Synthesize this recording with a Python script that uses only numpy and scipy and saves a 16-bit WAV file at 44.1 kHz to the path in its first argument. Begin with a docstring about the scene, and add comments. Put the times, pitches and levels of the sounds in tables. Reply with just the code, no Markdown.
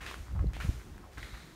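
"""The plastic skin of a greenhouse crinkles in the wind, heard from inside.
Each gust drags the sheet into a surge of buckling creases, with a finer fizz that lingers.
Single creases snap, slack folds rustle dully, and a taut panel rubs on its frame in the last gust.
Air through the open door buffets the microphone, over a quiet bed of distant wind."""
import sys
import numpy as np
from scipy import signal
from scipy.fft import rfft, irfft
from scipy.io import wavfile
from scipy.ndimage import uniform_filter1d

SR = 44100
rng = np.random.default_rng(int(sys.argv[2]) if len(sys.argv) > 2 else 0)


def transcribe(signal):
    """Save signal, clipped to [-1, 1], as a 16-bit WAV file at the path in sys.argv[1]."""
    frames = np.atleast_2d(signal).T
    limited = np.clip(frames, -1, 1)
    pcm = np.round(limited * 32767).astype(np.int16)
    wavfile.write(sys.argv[1], SR, pcm)


N = 68355
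T = np.arange(N) / SR

# Surges of the sheet, a crinkle and a fizz tail each (start [s], hold [s], crinkle level [dB],
# crinkle decay [s], crinkle centre [Hz], crinkle width [x centre], fizz level [dB], fizz decay [s])
SHEET_SURGES = [(0.004, 0.042, -48.5, 0.018, 1620, 1.3, -52.5, 0.057),
                (0.057, 0.04, -45.5, 0.04, 1950, 1.46, -52.5, 0.15),
                (0.536, 0.028, -51.5, 0.038, 2140, 1.22, -57, 0.13),
                (0.600, 0.013, -43.5, 0.037, 1730, 1.07, -49, 0.15),
                (1.111, 0.034, -85, 0.013, 1300, 1.1, -61, 0.046),
                (1.171, 0.017, -50, 0.013, 1480, 1.17, -55.5, 0.19),
                (1.225, 0.015, -52.5, 0.03, 2130, 1.3, -58, 0.27),
                (1.333, 0.016, -53, 0.034, 1500, 1.25, -60.5, 0.28)]
def crinkles():
    """Creases buckle in dense clusters as each gust drags the sheet."""
    out = 0
    for start, hold, db, decay, hz, width, _, _ in SHEET_SURGES:
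        grains = resonate(clicks(per_s=2200, spread_db=1.5), hz, width)
        swell = undb(db) * envelope(start, hold, decay, attack_s=0.0044)
        out = out + swell * steady(grains, span_s=0.012)
    return out


# Tone of the film's fizz and of its cracks (frequency [Hz], level [dB])
FILM_SPECTRUM = [(400, 16), (1200, 9), (2000, 8), (2900, 5.5), (3900, 5.5), (5000, 3.5), (6800, 4.5),
                 (8000, 0), (9400, 2), (10300, -4.5), (12000, -2.5), (15500, -11)]
def fizz():
    """Much finer, brighter grains linger after each surge while the film slides."""
    extra_hold_s = 0.039
    power = sum((undb(db) * envelope(start, hold + extra_hold_s, decay, attack_s=0.011)) ** 2
                for start, hold, *_, db, decay in SHEET_SURGES)
    return np.sqrt(power) * colour(clicks(per_s=14000, spread_db=2), FILM_SPECTRUM)


# Crease hits (time [s], ring level [dB], ring pitch [Hz], ring decay [s], crack against ring [dB])
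CREASE_SNAPS = [(0.0640, -36, 1770, 0.0027, -6), (0.1130, -32, 1060, 0.002, -11),
                (0.1426, -31, 1460, 0.0016, -15), (0.4700, -51, 4120, 0.0018, -10),
                (0.5341, -36.5, 1800, 0.00088, -7), (0.5670, -33, 810, 0.0011, -14.5),
                (0.6020, -33.5, 1430, 0.0023, -12), (0.6117, -33.5, 1570, 0.0014, -23),
                (0.9801, -41, 1700, 0.00062, -11), (1.1340, -54, 3900, 0.00054, -1),
                (1.181, -41.5, 1570, 0.0054, -5), (1.2296, -33.5, 1960, 0.003, -13)]
def snaps():
    """A crease flips: a short crack in the colour of the film and a few cycles of ring."""
    crack_decay_s = 0.002
    out = 0
    for start, db, hz, decay, crack_db in CREASE_SNAPS:
        age = np.maximum(T - start, 0)
        ring = np.sin(2 * np.pi * hz * age) * np.exp(-age / decay)
        crack = (T > start) * noise(FILM_SPECTRUM) * np.exp(-age / crack_decay_s)
        out = out + undb(db) * (ring + undb(crack_db) * crack)
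    return out


# Dull rustles of slack folds (start [s], hold [s], level [dB], centre [Hz])
FOLD_RUSTLES = [(0.263, 0.042, -59.5, 1110), (0.348, 0.022, -53, 890), (0.386, 0.0088, -49.5, 1110),
                (0.495, 0.019, -61.5, 910), (0.792, 0.024, -58.5, 1510), (0.952, 0.044, -65, 740),
                (1.025, 0.024, -57, 880), (1.059, 0.044, -59, 560)]
def folds():
    """Slack folds shift with a soft, low rustle."""
    out = 0
    for start, hold, db, hz in FOLD_RUSTLES:
        grains = resonate(clicks(per_s=3000, spread_db=7.0), hz, width=0.88)
        swell = undb(db) * envelope(start, hold, decay_s=0.012, attack_s=0.003)
        out = out + swell * steady(grains, span_s=0.02)
    return out


# Body of the taut panel (centre [Hz], width [x centre], relative level [dB])
PANEL_RESONANCES = [(1360, 0.28, -2.5), (2020, 0.31, -0.5), (3890, 0.29, -1.5)]
def panel():
    """A taut panel rubs on its frame in the last gust; small slips excite its papery resonances."""
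    slips = clicks(per_s=1200, spread_db=1.5)
    body = sum(undb(db) * resonate(slips, hz, width) for hz, width, db in PANEL_RESONANCES)
    return undb(-60) * envelope(start_s=1.17, hold_s=0.23, decay_s=0.13, attack_s=0.0067) * body


def greenhouse(x):
    """The film walls add a short, thin wash of reflections."""
    t60_s, predelay_s, wet_db = 0.52, 0.0035, -9.5
    tail = rng.standard_normal(N) * (T > predelay_s) * np.exp(-np.log(1000) * T / t60_s)
    tail /= np.sqrt(np.sum(tail ** 2))
    return x + undb(wet_db) * signal.fftconvolve(x, tail)[:N]


# Level ride of the wind on the microphone (time [s], level [dB])
WIND_RIDE = [(0, -45.5), (.035, -47.5), (.145, -51.5), (.21, -39), (.252, -52), (.32, -36.5), (.41, -28),
             (.485, -34), (.515, -41.5), (.62, -38), (.695, -36), (.725, -43), (.78, -40), (.84, -57.5),
             (.94, -42.5), (.99, -58), (1.03, -50.5), (1.14, -58.5), (1.18, -41.5), (1.21, -49.5),
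             (1.245, -43), (1.295, -60), (1.335, -39.5), (1.39, -56.5), (1.435, -53), (1.48, -67),
             (1.55, -59)]
# Tone of the deep rumble (frequency [Hz], level [dB])
RUMBLE_SPECTRUM = [(15, -53), (28, -12), (45, 3.5), (65, 5), (90, -7), (120, -12), (170, -27), (300, -31),
                   (800, -75), (4000, -110)]
# Tone of the small eddies that join in strong wind (frequency [Hz], level [dB])
EDDY_SPECTRUM = [(60, -17), (110, 3), (150, 0.5), (210, -11), (350, -26.5), (600, -22), (1500, -53),
                 (6000, -102)]
# Puffs that thump the microphone (time [s], peak [dB], pitch [Hz], half length [s])
PUFF_HITS = [(0.357, -36, 157, 0.0067), (0.407, -22.5, 88, 0.012), (0.444, -26.5, 318, 0.0013),
             (0.462, -25.5, 141, .007), (0.482, -24, 62.6, 0.022), (0.652, -27, 143.5, 0.0048),
             (0.693, -15.5, 73, 0.0068), (0.694, -28, 222, 0.0025), (0.930, -44, 134, 0.0095),
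             (0.960, -39.5, 207, 0.0017), (1.380, -54.5, 150, 0.011), (1.443, -48.5, 166, 0.012)]
def buffeting():
    """Turbulence at the microphone: a rumble, small eddies that grow faster than it, and single puffs."""
    strong_wind_db, strong_eddy_db, eddy_growth = -28.5, -39, 1.37
    wind_db = np.interp(T, *np.array(WIND_RIDE).T)
    eddy_db = strong_eddy_db + eddy_growth * (wind_db - strong_wind_db)
    rumble = undb(wind_db) * steady(noise(RUMBLE_SPECTRUM), span_s=0.0306)
    eddies = undb(eddy_db) * steady(noise(EDDY_SPECTRUM), span_s=0.0406)
    puffs = 0
    for at, db, hz, half_length in PUFF_HITS:
        swell = undb(db) * np.exp(-((T - at) / half_length) ** 2)
        puffs = puffs + swell * np.cos(2 * np.pi * (hz * (T - at) + rng.random()))
    return rumble + eddies + puffs


# Tone of the outdoor bed (frequency [Hz], level [dB])
FIELD_SPECTRUM = [(20, -17), (60, -7), (170, -0.5), (260, -3.5), (360, -1.5), (500, -16.5), (800, -12),
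                  (1300, -13), (2000, -16), (3000, -21.5), (5000, -24), (9000, -29.5), (10500, -31),
                  (15500, -32.5)]
def outdoors():
    """Distant wind over the field: the lows waver gently, the hiss stays smooth."""
    level_db, waver_db, crossover_hz = -57.5, 2.33, 980
    air = noise(FIELD_SPECTRUM)
    lows = signal.sosfiltfilt(signal.butter(2, crossover_hz, fs=SR, output="sos"), air)
    hiss = air - lows
    return undb(level_db) * (hiss + lows * undb(waver_db * wander(rate_hz=27)))


def undb(db):
    """Decibels to gain."""
    return 10 ** (np.asarray(db) / 20)


def unit(x):
    """Scale to rms 1."""
    return x / np.sqrt(np.mean(x ** 2) + 1e-20)


def colour(x, spectrum):
    """EQ through (frequency [Hz], level [dB]) points; rms 1."""
    hz, db = np.array(spectrum).T
    bin_hz = np.maximum(np.arange(N // 2 + 1) * SR / N, 1)
    gain = undb(np.interp(np.log(bin_hz), np.log(hz), db))
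    return unit(irfft(rfft(x) * gain, N))


def noise(spectrum):
    """Noise with the given tone; rms 1."""
    return colour(rng.standard_normal(N), spectrum)


def resonate(x, hz, width):
    """A resonant band of the sheet, its width a share of the centre, with steep skirts; rms 1."""
    edge = np.sqrt(1 + (width / 2) ** 2) + width / 2
    band = [hz / edge, min(hz * edge, SR / 2 - 1)]
    peak = signal.sosfilt(signal.butter(1, band, "band", fs=SR, output="sos"), x)
    return unit(signal.sosfilt(signal.butter(2, band, "band", fs=SR, output="sos"), peak))


def wander(rate_hz):
    """Smooth random drift; rms 1."""
    span = max(int(SR / rate_hz), 1)
    drift = uniform_filter1d(rng.standard_normal(N), span, mode="wrap")
    return unit(uniform_filter1d(drift, span, mode="wrap"))


def steady(x, span_s):
    """Hold the short-term power of a noise near 1."""
    power = uniform_filter1d(x ** 2, max(int(span_s * SR), 2))
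    return x / np.sqrt(power + 1e-6)


def clicks(per_s, spread_db):
    """Random tiny bucklings: many weak, a few strong."""
    size = undb(spread_db * np.minimum(rng.exponential(size=N), 4))
    fires = rng.random(N) < per_s / SR
    return fires * size * np.sign(rng.standard_normal(N))


def envelope(start_s, hold_s, decay_s, attack_s):
    """Linear attack, hold counted from the start, exponential decay."""
    rise = np.clip((T - start_s) / attack_s, 0, 1)
    return rise * np.exp(-np.maximum(T - start_s - hold_s, 0) / decay_s)


def scene():
    """Mono mix: the sheet with its reflections, dry fizz, wind on the microphone and the field beyond."""
    sheet = greenhouse(crinkles() + folds() + snaps() + panel())
    return (sheet + fizz() + buffeting() + outdoors())[None]


def record(dry):
    """A low cut drops the deepest rumble and a steep high cut trims the top."""
    low_cut_hz, high_cut_hz = 22, 15680
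    thinned = signal.sosfilt(signal.butter(2, low_cut_hz, "high", fs=SR, output="sos"), dry)
    return signal.sosfilt(signal.ellip(12, .2, 80, high_cut_hz, fs=SR, output="sos"), thinned)


dry = scene()
out = record(dry)
transcribe(out)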